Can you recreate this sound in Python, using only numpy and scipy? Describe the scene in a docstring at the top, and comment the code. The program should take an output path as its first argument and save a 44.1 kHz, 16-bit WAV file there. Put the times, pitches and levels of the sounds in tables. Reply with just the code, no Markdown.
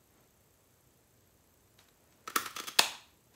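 """A handheld lever punch, squeezed with both hands over a craft table in a small room.
A faint, steady hiss sets the bed. Hands shift on the plastic, and the card ticks as it is let go.
The housing clacks as the lever takes up its slack, then creaks under load while the blade grates.
The steel die breaks through the card with one sharp snap that rings in the room and leaves the
return spring singing. A last soft touch and rub close the scene."""
import sys
import numpy as np
from scipy import signal
from scipy.fft import rfft, irfft, next_fast_len
from scipy.io import wavfile
from scipy.ndimage import uniform_filter1d

SR = 44100
rng = np.random.default_rng(int(sys.argv[2]) if len(sys.argv) > 2 else 0)


def materialize(psi):
    """Save the field psi as 16-bit PCM at rate SR to the path in sys.argv[1].

    A 1-D psi becomes a single channel; in a 2-D psi each row is a channel.
    """
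    bounded = np.clip(np.atleast_2d(psi).T, -1, 1)
    quanta = np.round(bounded * 32767).astype(np.int16)
    wavfile.write(sys.argv[1], SR, quanta)


N = 147735

# Tone of the hiss bed. Each row: frequency in Hz, gain in dB.
HISS_EQ = [(15, -55), (28, -30.5), (41, -7), (68, -2.5), (86, -2.5), (133, -2), (157, -7), (403, -9),
           (587, -11.5), (654, -12), (729, -16.5), (812, -15.5), (2660, -23), (3130, -23.5), (5370, -25),
           (7830, -19.5), (9720, -27), (12700, -21), (15800, -27)]
# Thin whines in the hiss. Each row: centre in Hz, half-width in Hz, level in dB.
HISS_WHINES = [(6300, 200, -86.5), (7950, 70, -88.5), (13230, 90, -92.5)]
# Hands shifting on the punch. Each row: peak time in seconds, level in dB, half-length in seconds.
HAND_STROKES = [(0.2, -69.5, 0.088), (2.147, -71.5, 0.28), (3.35, -69.5, 0.041)]
# Tone of skin on plastic. Each row: frequency in Hz, gain in dB.
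SKIN_EQ = [(60, -14.5), (200, 2.5), (450, 1), (1400, -6.5), (3500, -14), (8000, -25), (15000, -39.5)]
# Light touches on the card. Each row: peak time in seconds, rustle level in dB, rise and fall in
# seconds, tick gain in dB.
CARD_TOUCHES = [(1.791, -57, 0.0037, 0.0046, -50.5), (1.803, -62, 0.011, 0.031, -80),
                (1.887, -60, 0.0027, 0.0033, -61), (2.125, -61.5, .002, 0.0048, -81),
                (2.2693, -57, .001, 0.0045, -74.5), (3.345, -63, .008, 0.012, -78)]
# Tone of the card's rustle. Each row: frequency in Hz, gain in dB.
RUSTLE_EQ = [(100, -28.5), (600, -1), (1400, 0), (4000, -5), (7000, -5), (15000, -24)]
# The card ticking in its slot. Each row: pitch in Hz, gain in dB, T60 in seconds.
TICK_MODES = [(3890, 2.5, 0.019)]
# Reverb time of the room. Each row: frequency in Hz, T60 in seconds.
ROOM_DECAY = [(150, 0.69), (450, 0.31), (900, 0.48), (2000, 0.46), (3800, 0.45), (8000, 0.38),
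              (15000, 0.33)]
# Reverb tone for touches and clacks. Each row: frequency in Hz, gain in dB.
CLICK_REVERB_EQ = [(150, -9), (400, -9), (850, -5.5), (1250, -11.5), (2000, -6.5), (3800, -6), (8000, -7.5),
                   (15000, -7)]
# Clacks and creaks of the housing. Each row: peak time in seconds, rasp level in dB, rise and fall in
# seconds, ring gain in dB, thud gain in dB, rasp tilt in dB per octave.
LEVER_SLIPS = [(2.2756, -39, 0.00027, 0.0035, -32, -53, -1.5),
               (2.2794, -39, 0.0014, 0.0029, -33, -40, -3.5),
               (2.3003, -45.5, 0.0019, .002, -51.5, -61.5, 2),
               (2.3036, -39.5, 0.001, .0015, -42.5, -47.5, -1),
               (2.359, -29, 0.0031, 0.0032, -24.5, -42, -4.5),
               (2.3610, -18.5, 0.0012, 0.0028, -13.5, -27.5, 2.7),
               (2.3680, -43.5, .001, .004, -27.5, -48.5, 2.5), (2.4220, -41, .002, 0.0049, -41, -46, 4),
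               (2.4333, -50.5, 0.0018, 0.0035, -38, -51.5, 0.5),
               (2.4614, -34.5, 0.0028, 0.0047, -33, -50.5, -1),
               (2.4740, -39.5, 0.0025, .005, -42, -61.5, -4), (2.5080, -47, 0.0022, .004, -51, -63.5, 6),
               (2.556, -51, .002, 0.0085, -56, -67.5, 2.5), (2.5649, -34, 0.0011, 0.0056, -34, -43, -1),
               (2.5890, -40, 0.0044, 0.0061, -33, -52, -2),
               (2.6009, -33.5, 0.0022, 0.0026, -36, -38.5, -0.5),
               (2.6388, -42.5, 0.00089, .004, -44.5, -47.5, -0.5),
               (2.6722, -37, 0.001, 0.0044, -43, -53.5, 2.5),
               (2.6800, -37, 0.0019, 0.0057, -37.5, -55, -0.5),
               (2.6857, -34.5, 0.0021, 0.0032, -34.5, -44, -0.5),
               (2.7700, -57, 0.013, 0.018, -59, -66.5, -3)]
# Tone of slipping plastic. Each row: frequency in Hz, gain in dB.
RASP_EQ = [(100, -22.5), (350, -12), (750, -7), (1250, -1), (2300, 2), (4800, -1.5), (6300, -2.5),
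           (9000, -6), (15500, -9)]
# Ring of the plastic housing. Each row: pitch in Hz, gain in dB, T60 in seconds.
HOUSING_MODES = [(1070, -16, .02), (1185, -4.5, 0.038), (1315, -1, 0.036), (1826, -11, 0.028),
                 (2350, -18, .025), (3320, -18.5, 0.022), (4130, -17.5, .02), (5980, -17, 0.022),
                 (7340, -17, .015)]
# Dull thud of the whole punch in the hands. Each row: pitch in Hz, gain in dB, T60 in seconds.
THUD_MODES = [(216, -6.5, 0.034), (324, -0.5, 0.032), (484, -2.5, 0.031)]
# The cutting edge grating on the card. Each row: pitch in Hz, gain in dB, T60 in seconds.
BLADE_MODES = [(3370, 0, .013), (5100, -1.5, .009), (6250, -0.5, .02)]
# The card giving way. Each row: peak time in seconds, level in dB, rise and fall in seconds.
CARD_CRACKS = [(2.788, -21.5, 0.00029, 0.0025), (2.7907, -16.5, 0.00047, 0.0016),
               (2.7929, -12.5, 0.0012, 0.0025), (2.7972, -23, 0.00072, 0.0016)]
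# Tone of shearing card. Each row: frequency in Hz, gain in dB.
SHEAR_EQ = [(100, -27.5), (400, -3), (900, -7.5), (1300, -4.5), (2600, -1.5), (4000, 4.5), (4900, -2.5),
            (7500, -8.5), (10000, -8.5), (15500, -15.5)]
# Ring of the steel die. Each row: pitch in Hz, gain in dB, T60 in seconds.
DIE_MODES = [(1810, -4, 0.018), (2200, -11, 0.034), (2560, -11, 0.045), (3210, -6, 0.015),
             (3620, -10, .018), (4300, 2, 0.012), (5076, -6, .014), (5600, -18.5, 0.015), (6700, -7, .009),
             (9000, -11.5, 0.0097)]
# Song of the return spring. Each row: pitch in Hz, level in dB, T60 in seconds.
SPRING_MODES = [(3680, -45, .38), (3930, -50, .42), (4715, -54, .38)]
# Knock of the lever on its stop. Each row: pitch in Hz, gain in dB, T60 in seconds.
STOP_MODES = [(151, -16, 0.025), (345, -3, 0.011), (712, -2.5, 0.019), (910, 0.5, 0.021), (1070, -1, 0.02),
              (1457, -6, 0.027)]
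# Reverb tone for the snap. Each row: frequency in Hz, gain in dB.
SNAP_REVERB_EQ = [(150, -15), (450, -9), (900, -5), (1250, -9.5), (2100, -9), (2600, -5.5), (3100, -9.5),
                  (3800, -5.5), (4600, -15), (5500, -7.5), (7500, -2.5), (9000, -7.5), (15000, -6.5)]

LEAD_S, TAIL_S = .04, .7
T = np.arange(-round(LEAD_S * SR), round(TAIL_S * SR)) / SR  # seconds around a hit


def amp(db):
    """Decibels to gain."""
    return 10 ** (np.asarray(db) / 20)


def unit(x):
    """Scale to rms 1."""
    return x / np.sqrt(np.mean(x ** 2) + 1e-20)


def along(points, hz):
    """Read a curve of (Hz, value) points on a log frequency axis."""
    freqs, values = np.transpose(points)
    return np.interp(np.log(hz + 1), np.log(freqs + 1), values)


def filtered(x, response):
    """Zero-phase filter; response gives the gain at each frequency."""
    size = next_fast_len(len(x) + SR // 2)
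    return irfft(rfft(x, size) * response(np.fft.rfftfreq(size, 1 / SR)), size)[:len(x)]


def noise(response):
    """Scene-long filtered noise at rms 1."""
    return unit(filtered(rng.standard_normal(N), response))


def coloured(x, eq, tilt_db=0, size=2048):
    """Minimum-phase EQ at unit power gain, with a tilt per octave."""
    hz = np.fft.rfftfreq(size, 1 / SR)
    gain = unit(amp(along(eq, hz) + tilt_db * np.log2(hz + 1)))
    cepstrum = irfft(np.log(gain))
    cepstrum[1:size // 2] *= 2
    cepstrum[size // 2 + 1:] = 0
    return signal.fftconvolve(x, irfft(np.exp(rfft(cepstrum))))[:len(x)]


def burst(rise, fall, graininess=.35, evenness=.65):
    """A cluster of micro-contacts that swells and dies, its spectrum partly flattened."""
    envelope = np.exp(-np.abs(T) / (np.where(T < 0, rise, fall) + 1e-5))
    grains = rng.standard_normal(len(T)) * np.exp(graininess * rng.standard_normal(len(T)))
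    spectrum = rfft(envelope * grains)
    even = irfft(spectrum / (np.abs(spectrum) + 1e-9) ** evenness, len(T))
    gate = np.minimum(1, 10 * envelope)
    return unit(even * gate) * np.sqrt(np.mean(envelope ** 2))


def ring(modes, scatter_db=1, detune=.002):
    """Damped modes of alternating polarity, a little different at each hit."""
    t = np.maximum(T, 0)
    out = np.zeros(len(T))
    for k, (hz, db, t60) in enumerate(modes):
        gain = amp(db + scatter_db * rng.standard_normal())
        pitch = hz * (1 + detune * rng.standard_normal())
        out += (-1) ** k * gain * np.exp(-np.log(1000) * t / t60) * np.sin(2 * np.pi * pitch * t)
    return out


def at(s, x):
    """Place a hit on the timeline at s seconds."""
    return np.interp(np.arange(N) - round(s * SR), np.round(T * SR), x, left=0, right=0)


def hiss_bed(level_db=-67):
    """Room air and microphone hiss with thin whines; the treble buzzes faintly and flickers."""
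    hiss = amp(level_db) * noise(lambda hz: amp(along(HISS_EQ, hz)))
    for centre, width, db in HISS_WHINES:
        hiss += amp(db) * noise(lambda hz: 1 / (1 + ((hz - centre) / width) ** 2))
    return flicker(buzz(hiss))


def buzz(hiss, rate_hz=30, depth_db=8, width_cycles=.05, above_hz=5500):
    """The treble pulses twice a cycle, strong then weak."""
    cycle = np.arange(N) / SR * rate_hz % 1
    strong, weak = (np.exp(-((cycle - peak) / width_cycles) ** 2) for peak in (.25, .75))
    gain = unit(amp(depth_db * (strong + .45 * weak)))
    return hiss + (gain - 1) * filtered(hiss, lambda hz: hz > above_hz)


def flicker(hiss, spread_db=2.5, above_hz=9000):
    """The top end wavers in small random patches of time and frequency."""
    hz, _, bands = signal.stft(hiss, SR, nperseg=256)
    patches = uniform_filter1d(rng.standard_normal(bands.shape), size=12, axis=0)
    patches = unit(uniform_filter1d(patches, size=4, axis=1))
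    gain = amp(spread_db * patches * (hz > above_hz)[:, None])
    return signal.istft(bands * gain, SR, nperseg=256)[1][:N]


def hand_rubs():
    """Skin slides softly over the plastic."""
    t = np.arange(N) / SR
    swells = sum(amp(db) * np.exp(-((t - s) / half) ** 2) for s, db, half in HAND_STROKES)
    return swells * noise(lambda hz: amp(along(SKIN_EQ, hz)))


def card_touches(send_db=-.5):
    """Fingers leave the card, which rustles and ticks in its slot."""
    out = np.zeros(N)
    for s, db, rise, fall, tick_db in CARD_TOUCHES:
        rustle = amp(db) * coloured(burst(rise, fall), RUSTLE_EQ)
        tick = amp(tick_db) * ring(TICK_MODES)
        out += at(s, rustle + tick + amp(send_db) * room(rustle, CLICK_REVERB_EQ))
    return out


def room(hit, eq, blur_hz=260, predelay_s=.0034, build_s=.0024):
    """Diffuse reverb: it takes the hit's broad spectrum, and each band dies at its own speed."""
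    hz, t, bands = signal.stft(rng.standard_normal(len(T)), SR, nperseg=256)
    decay = np.exp(-np.log(1000) * np.abs(t - LEAD_S) / along(ROOM_DECAY, hz)[:, None])
    tail = signal.istft(bands * decay, SR, nperseg=256)[1][:len(T)]
    tail *= np.clip((T - predelay_s) / build_s, 0, 1)
    tail /= np.linalg.norm(tail)
    # The room gathers sound from all sides, which evens out its spectrum.
    blur_bins = max(1, round(blur_hz * len(hit) / SR))
    power = np.abs(uniform_filter1d(np.abs(rfft(hit)) ** 2, blur_bins))
    hit_hz = np.fft.rfftfreq(len(hit), 1 / SR)
    return filtered(tail, lambda f: amp(along(eq, f)) * np.sqrt(np.interp(f, hit_hz, power)))


def housing_creaks(bite_s=2.5, grate_db=-5.5):
    """Each lever slip rasps, rings the housing and nudges the punch; once the blade bites, it grates."""
    out = np.zeros(N)
    for s, db, rise, fall, ring_db, thud_db, tilt_db in LEVER_SLIPS:
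        rasp = amp(db) * coloured(burst(rise, fall), RASP_EQ, tilt_db)
        hit = rasp + amp(ring_db) * ring(HOUSING_MODES) + amp(thud_db) * ring(THUD_MODES)
        if s > bite_s:
            hit += amp(db + grate_db) * blade_grate(rise, fall)
        out += at(s, hit + room(hit, CLICK_REVERB_EQ))
    return out


def blade_grate(rise, fall):
    """A burst of friction on the card drives the modes of the cutting edge."""
    friction = burst(rise, fall)
    edge = ring(BLADE_MODES)[T >= 0]
    return signal.fftconvolve(friction, edge / np.linalg.norm(edge))[:len(T)]


def snap(die_s=2.7924, die_db=-11.5, stop_s=2.7942, stop_db=-16.5):
    """The card cracks in quick stages, the freed die rings, the lever lands and the spring sings on."""
    cracks = sum(at(s, amp(db) * coloured(burst(rise, fall), SHEAR_EQ))
                 for s, db, rise, fall in CARD_CRACKS)
    die = at(die_s, amp(die_db) * ring(DIE_MODES))
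    stop = at(stop_s, amp(stop_db) * ring(STOP_MODES))
    hit = cracks + die + stop
    return hit + at(die_s, room(hit, SNAP_REVERB_EQ, blur_hz=600) + ring(SPRING_MODES))


def scene():
    """Mono mix, heard from above the table."""
    low_cut = signal.butter(2, 120, "high", fs=SR, output="sos")  # the small punch radiates little bass
    punch = signal.sosfilt(low_cut, housing_creaks() + snap())
    return (punch + card_touches() + hand_rubs() + hiss_bed())[None]


def record(dry, top_hz=15750, edge_hz=200):
    """A steep high cut on the whole mix."""
    return np.array([filtered(channel, lambda hz: np.clip((top_hz - hz) / edge_hz + .5, 0, 1))
                     for channel in dry])


dry = scene()
out = record(dry)
materialize(out)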